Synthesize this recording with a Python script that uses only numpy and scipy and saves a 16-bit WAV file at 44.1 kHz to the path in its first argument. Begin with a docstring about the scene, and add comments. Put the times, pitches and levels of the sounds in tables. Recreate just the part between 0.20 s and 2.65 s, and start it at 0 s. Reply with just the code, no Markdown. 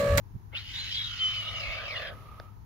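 """A stork hissing in a field

A stork gives one long, harsh hiss: turbulent air excites the resonances of its throat and bill, which
slide down as the call goes on, and now and then the jet locks onto a resonance and whistles.
A soft hollow wheeze and a snap of the bill follow. Behind the bird are a low rumble,
a motor's hum, faint far traffic and two soft thumps."""
import sys
import numpy as np
from scipy import signal
from scipy.fft import rfft, irfft, next_fast_len
from scipy.io import wavfile
from scipy.ndimage import uniform_filter1d, map_coordinates

SR = 44100
rng = np.random.default_rng(int(sys.argv[2]) if len(sys.argv) > 2 else 0)


def dump_mix(stems):
    """Bounce the given channels to the path in sys.argv[1] as a 16-bit WAV at rate SR."""
    frames = np.atleast_2d(stems).T  # one column per channel
    limited = np.clip(frames, -1, 1)  # hard clip at full scale
    pcm = np.round(limited * 32767).astype(np.int16)
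    wavfile.write(sys.argv[1], SR, pcm)


N = 108045
TIME = np.arange(N) / SR
FRAME, HOP = 512, 64  # short-time spectrum, in samples


def amp(db):
    """Amplitude ratio of a level in decibels."""
    return 10 ** (np.asarray(db) / 20)


def along(points, hz):
    """Interpolation of (f/Hz, value) points on a logarithmic frequency axis."""
    f, values = np.transpose(points)
    return np.interp(np.log(hz + 1), np.log(f + 1), values)


def curves(rows, t):
    """Linear interpolation in time of each column after the first."""
    times, *columns = np.transpose(rows)
    return [np.interp(t, times, column) for column in columns]


def during(rows, t):
    """Gate: unity while a curve lasts, with a 20 ms ramp on either side."""
    return np.clip(np.minimum(t - rows[0][0], rows[-1][0] - t) / .02 + 1, 0, 1)


def wobble(rate):
    """Smooth random modulation: a spline through `rate` Gaussian knots a second."""
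    return map_coordinates(rng.standard_normal(N // 8), [TIME * rate], mode="mirror")


def filtered(x, response):
    """Linear filtering: the spectrum is multiplied by a complex frequency response."""
    size = next_fast_len(N + SR // 4)
    return irfft(rfft(x, size) * response(np.fft.rfftfreq(size, 1 / SR)), size)[..., :N]


def noise(correlation):
    """Stereo white noise of unit power per Hz; rows of (f/Hz, correlation) link the channels."""
    def mid_side_gains(hz):
        angle = np.arccos(np.clip(along(correlation, hz), -1, 1)) / 2
        return np.array([np.cos(angle), np.sin(angle)])
    mid, side = filtered(rng.standard_normal((2, N)), mid_side_gains)
    return np.sqrt(SR / 2) * np.array([mid + side, mid - side])


def coloured_noise(spectrum, correlation):
    """Spectral shaping: noise whose density follows rows of (f/Hz, level/dB)."""
    return filtered(noise(correlation), lambda hz: amp(along(spectrum, hz)))


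def pan(db):
    """Constant-power gains for a left-minus-right level difference."""
    gains = amp(np.array([np.atleast_1d(db), -np.atleast_1d(db)]) / 2)
    return gains / np.sqrt(np.mean(gains ** 2, axis=0))


def peak(hz, centre_hz, width_hz):
    """Lorentzian resonance curve: the amplitude halves at width_hz from the centre."""
    return 1 / (1 + ((hz - centre_hz) / width_hz) ** 2)


def rumble():
    """Low-frequency noise under slight, slow amplitude modulation."""
    # spectral density: f/Hz, level/dB
    spectrum = [(20, -84.5), (50, -67), (120, -70.5), (170, -81.5), (400, -93.5), (2000, -150)]
    low_noise = coloured_noise(spectrum, correlation=[(60, 0.31), (250, 0.56)])
    return low_noise * amp(0.63 * wobble(6.04)) * pan(db=4)


def motor_hum(pitch_hz=102.2):
    """Periodic vibration of a motor: a fundamental and a weak second harmonic, wavering slightly."""
    phase = 2 * np.pi * np.cumsum(pitch_hz + .5 * wobble(6.07)) / SR
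    tone = np.sqrt(2) * (amp(-50) * np.sin(phase) + amp(-68) * np.sin(2 * phase))
    return tone * amp(1.3 * wobble(7.8)) * pan(db=17.5)


def far_traffic():
    """Distant traffic merges into stationary noise, strongest near 900 Hz."""
    # spectral density: f/Hz, level/dB
    spectrum = [(600, -104), (900, -88.5), (1300, -100.5), (1800, -105), (3000, -113), (6700, -113),
                (8100, -135), (10500, -114)]
    return coloured_noise(spectrum, correlation=[(900, -0.36), (3000, 0.087)])


def thumps():
    """Soft transients: low narrow-band noise under Gaussian envelopes."""
    # t/s, half-width/s, f/Hz, level/dB, left minus right/dB
    bursts = [(0.157, 0.017, 101, -55.5, -5), (1.495, 0.038, 59.6, -58.5, -16)]
    out = np.zeros((2, N))
    for at, half_width, centre, db, side_db in bursts:
        band = filtered(noise([(60, 0.8)]), lambda hz: peak(hz, centre, width_hz=45))
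        out += band * amp(db) * pan(side_db) * np.exp(-((TIME - at) / half_width) ** 2)
    return out


def ridges(shape, sag_bins_per_s=6):
    """Random spectral modulation of unit variance: narrow, brief ridges that sink in frequency."""
    field = uniform_filter1d(rng.standard_normal(shape), size=2, axis=0)
    for frames in (50, 16):
        field = uniform_filter1d(field, size=frames, axis=1)
    row, frame = np.indices(shape)
    sheared_row = row + sag_bins_per_s * frame * HOP / SR
    field = map_coordinates(field, [sheared_row, frame], order=1, mode="mirror")
    return field / field.std()


def turbulence(hz, t):
    """Power spectrum of turbulent flow through the bill: broadband, with a moving treble cutoff."""
    # rush of air: t/s, level/dB, cutoff f/Hz
    airflow = [(.335, -10, 2500), (.365, 0.5, 4700), (.43, -7, 5600), (.58, -1, 7480), (.8, -1.5, 7500),
               (.93, -5, 7200), (1.1, -0.5, 6660), (1.37, -4.5, 6270), (1.5, -3, 5800), (1.67, -6, 5600),
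               (1.885, -2.5, 4500), (1.955, -30, 3170)]
    # spectral density of the rush: f/Hz, level/dB
    rush_spectrum = [(550, -103), (900, -92.5), (2400, -75), (3400, -72), (4400, -78.5), (6100, -86),
                     (7400, -91), (8300, -118)]
    # spectral density of the thin fizz at the bill's edges: f/Hz, level/dB
    fizz_spectrum = [(8200, -120), (9400, -102), (12000, -100), (15500, -112)]
    flow_db, cutoff_hz = curves(airflow, t)
    rush = amp(along(rush_spectrum, hz)) ** 2 / (1 + (hz / cutoff_hz) ** 8)
    fizz = amp(along(fizz_spectrum, hz)) ** 2 * cutoff_hz / cutoff_hz.max()
    return (rush + fizz) * (during(airflow, t) * amp(flow_db)) ** 2


def flares(hz, t):
    """Power spectrum of side resonances, each excited briefly under a Gaussian envelope."""
    # t/s, half-width/s, f/Hz, level/dB
    side_modes = [(0.341, 0.011, 650, -68), (0.361, .013, 2760, -56), (0.365, 0.036, 1420, -74.5),
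                  (0.568, 0.034, 3730, -64.5), (0.638, 0.036, 1660, -74.5), (0.802, 0.028, 2140, -66.5),
                  (0.846, 0.028, 3820, -58.5), (1.281, 0.034, 3690, -64.5), (1.62, 0.041, 1625, -65.5),
                  (1.66, 0.046, 3120, -68), (1.768, 0.016, 2820, -60)]
    power = 0
    for at, half_width, centre, db in side_modes:
        envelope = amp(db) * np.exp(-((t - at) / half_width) ** 2)
        power += (envelope * peak(hz, centre, width_hz=124)) ** 2
    return power


def resonance(track, hz, t, width_hz):
    """Power spectrum of a formant, a cavity resonance whose centre and level glide."""
    centre, db = curves(track, t)
    return (during(track, t) * amp(db) * peak(hz, centre, width_hz)) ** 2


def ringing(track, gain_db, rate):
    """A resonance close to self-oscillation gives a narrow tone of random amplitude and phase."""
    centre, db = curves(track, TIME)
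    swing = wobble(rate) + 1j * wobble(rate)
    carrier = np.exp(2j * np.pi * np.cumsum(centre) / SR)
    return during(track, TIME) * amp(db + gain_db) * np.real(swing * carrier)


def swoops(hz, t, fall_fraction=0.59):
    """Power spectrum of a high resonance that is tuned downward as the bill moves."""
    # onset t/s, duration/s, starting f/Hz, level/dB
    glides = [(0.687, 0.15, 6070, -67), (0.952, 0.074, 6340, -71), (1.344, 0.14, 6900, -74),
              (1.659, 0.11, 6400, -75.5), (1.747, 0.072, 5100, -69)]
    power = 0
    for start, duration, from_hz, db in glides:
        progress = np.clip((t - start) / duration, 0, 1)
        envelope = amp(db) * np.sin(np.pi * progress) * np.sqrt(progress)
        power += (envelope * peak(hz, from_hz * (1 - fall_fraction * progress), width_hz=475)) ** 2
    return power


def hiss(ridge_db=3.5, rasp_db=1.0):
    """Source and filter: fluttering turbulence is shaped by the resonances of throat and bill."""
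    # four formant tracks: t/s, f/Hz, level/dB
    main = [(.44, 2928, -74), (.68, 2914, -71), (.78, 3345, -58), (.83, 3400, -65.5), (.92, 3080, -62.5),
            (.97, 2879, -68), (1.24, 2934, -72), (1.34, 3080, -67.5), (1.45, 2560, -62),
            (1.56, 2642, -65.5), (1.61, 2590, -71.5), (1.69, 2660, -64), (1.775, 1830, -68),
            (1.87, 1700, -64.5), (1.95, 1550, -84.5)]
    middle = [(0.602, 2160, -83), (1.381, 2287, -69.5), (1.5, 2152, -59.5), (1.6, 2340, -66.5)]
    throat = [(.82, 1420, -86.5), (.94, 1400, -70.5), (1.06, 1290, -74), (1.76, 1209, -69),
              (1.93, 1157, -87)]
    windpipe = [(1.1, 626, -87.5), (1.33, 627, -71), (1.91, 593, -67), (1.97, 510, -85)]
    # likeness of the two channels: f/Hz, correlation
    correlation = [(500, 0.84), (4800, 0.41), (8500, .1)]
    hz, t, source = signal.stft(noise(correlation), SR, nperseg=FRAME, noverlap=FRAME - HOP)
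    hz = hz[:, None]
    ridge_gain = amp(ridge_db * ridges(source.shape[1:]))
    power = turbulence(hz, t) * ridge_gain ** 2 + flares(hz, t) + swoops(hz, t) * ridge_gain
    for track, width_hz in (main, 164), (middle, 72), (throat, 112), (windpipe, 81.4):
        power += resonance(track, hz, t, width_hz)
    sound = signal.istft(source * np.sqrt(power), SR, nperseg=FRAME, noverlap=FRAME - HOP)[1][:, :N]
    sound += sum(ringing(track, gain_db=16.5, rate=80) for track in (main, middle))
    sound += ringing(throat, gain_db=17, rate=45)  # the throat rings more purely
    return sound * amp(rasp_db * wobble(220))


def whistles(lock_db=-33.5):
    """Lock-in of the jet to a resonance: a clear tone with its octave, turning rough below lock_db."""
    # one track per whistle: t/s, f/Hz, level/dB
    tracks = [
        [(.343, 2146, -46), (.374, 3555, -34.5), (.39, 3990, -45)],
        [(.565, 3600, -37), (.6, 4170, -38), (.664, 3970, -45), (.695, 3830, -47)],
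        [(.7, 3055, -60), (.783, 3313, -32.5), (.81, 3290, -45)],
        [(.73, 3930, -41), (.76, 3910, -39), (.85, 3850, -41), (.905, 3740, -52)],
        [(.975, 3074, -50), (1.01, 3102, -29), (1.058, 3028, -25), (1.13, 3064, -35.5), (1.2, 2972, -31.5),
         (1.235, 2830, -44.5), (1.29, 2940, -35), (1.325, 2960, -51), (1.375, 2820, -38), (1.43, 2650, -51)],
        [(1.69, 2350, -44), (1.765, 1930, -42), (1.8, 1756, -48)],
    ]
    out = np.zeros(N)
    for track in tracks:
        pitch_hz, db = curves(track, TIME)
        slip = np.clip((lock_db - db) / 10, 0, 1)  # 0 locked, 1 loose
        jitter_hz = (17.96 + 50.3 * slip) * wobble(260)
        flutter_db = (0.66 + 2.5 * slip) * wobble(120)
        phase = 2 * np.pi * np.cumsum(pitch_hz + jitter_hz) / SR
        octave = amp(-29) * (1 - slip) ** 2 * np.sin(2 * phase)
        out += during(track, TIME) * amp(db + flutter_db) * np.sqrt(2) * (np.sin(phase) + octave)
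    return out


def wheeze():
    """Soft flow noise, coloured by the cavity resonance of the throat, fades after the hiss."""
    # envelope of the breath: t/s, level/dB
    envelope = [(1.92, 1.5), (2.24, -2.5), (2.44, -28)]
    # spectral density: f/Hz, level/dB
    spectrum = [(500, -88.5), (1080, -89.5), (1260, -73), (1450, -98.5), (2300, -94), (6500, -110),
                (8200, -122), (11000, -105), (15500, -113)]
    db, = curves(envelope, TIME)
    breath = coloured_noise(spectrum, correlation=[(1300, 0.79), (3000, 0.033)])
    return during(envelope, TIME) * amp(db) * breath


def bill_snap(at_s=2.1992, rise_s=0.0007, cutoff_hz=6500):
    """Impact excitation: the bill claps shut once and its heavily damped modes decay exponentially."""
    # modes of the bill: delay t/s, f/Hz, level/dB, T60/s
    modes = [(0, 4720, -17.5, 0.0015), (.0002, 3600, -39, 0.0074), (.0003, 1550, -24, 0.0058),
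             (.0011, 592, -26, 0.0089)]
    out = np.zeros(N)
    for delay, mode_hz, db, t60 in modes:
        age = np.maximum(TIME - at_s - delay, 0)
        attack = 1 - np.exp(-age / rise_s)
        out += attack * amp(db - 60 * age / t60) * np.sin(2 * np.pi * mode_hz * age)
    return filtered(out, lambda hz: 1 / (1 + (hz / cutoff_hz) ** 12))


def scene():
    """Superposition at two microphones, with phase and level differences that vary with frequency."""
    # phase lead of the call on the left: f/Hz, phase/rad
    lead = [(200, -2.5), (1400, 1.03), (2050, -0.14), (3000, 5), (6200, 4), (7500, 12.5)]
    # level difference for bird and traffic: f/Hz, left minus right/dB
    balance = [(200, -6), (550, -3.5), (1300, -4), (2000, 1), (5200, -1), (8600, -17.5), (15000, -7)]
    sides = np.array([[1], [-1]])
    call = filtered(hiss() + whistles(), lambda hz: np.exp(.5j * along(lead, hz) * sides))
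    bird_and_traffic = call + far_traffic() + wheeze() + bill_snap()
    panned = filtered(bird_and_traffic, lambda hz: pan(along(balance, hz)))
    return panned + rumble() + motor_hum() + thumps()


def record(dry):
    """Band limiting: an ideal low-pass filter at 15720 Hz."""
    return filtered(dry, lambda hz: hz < 15720)


dry = scene()
out = record(dry)
dump_mix(out)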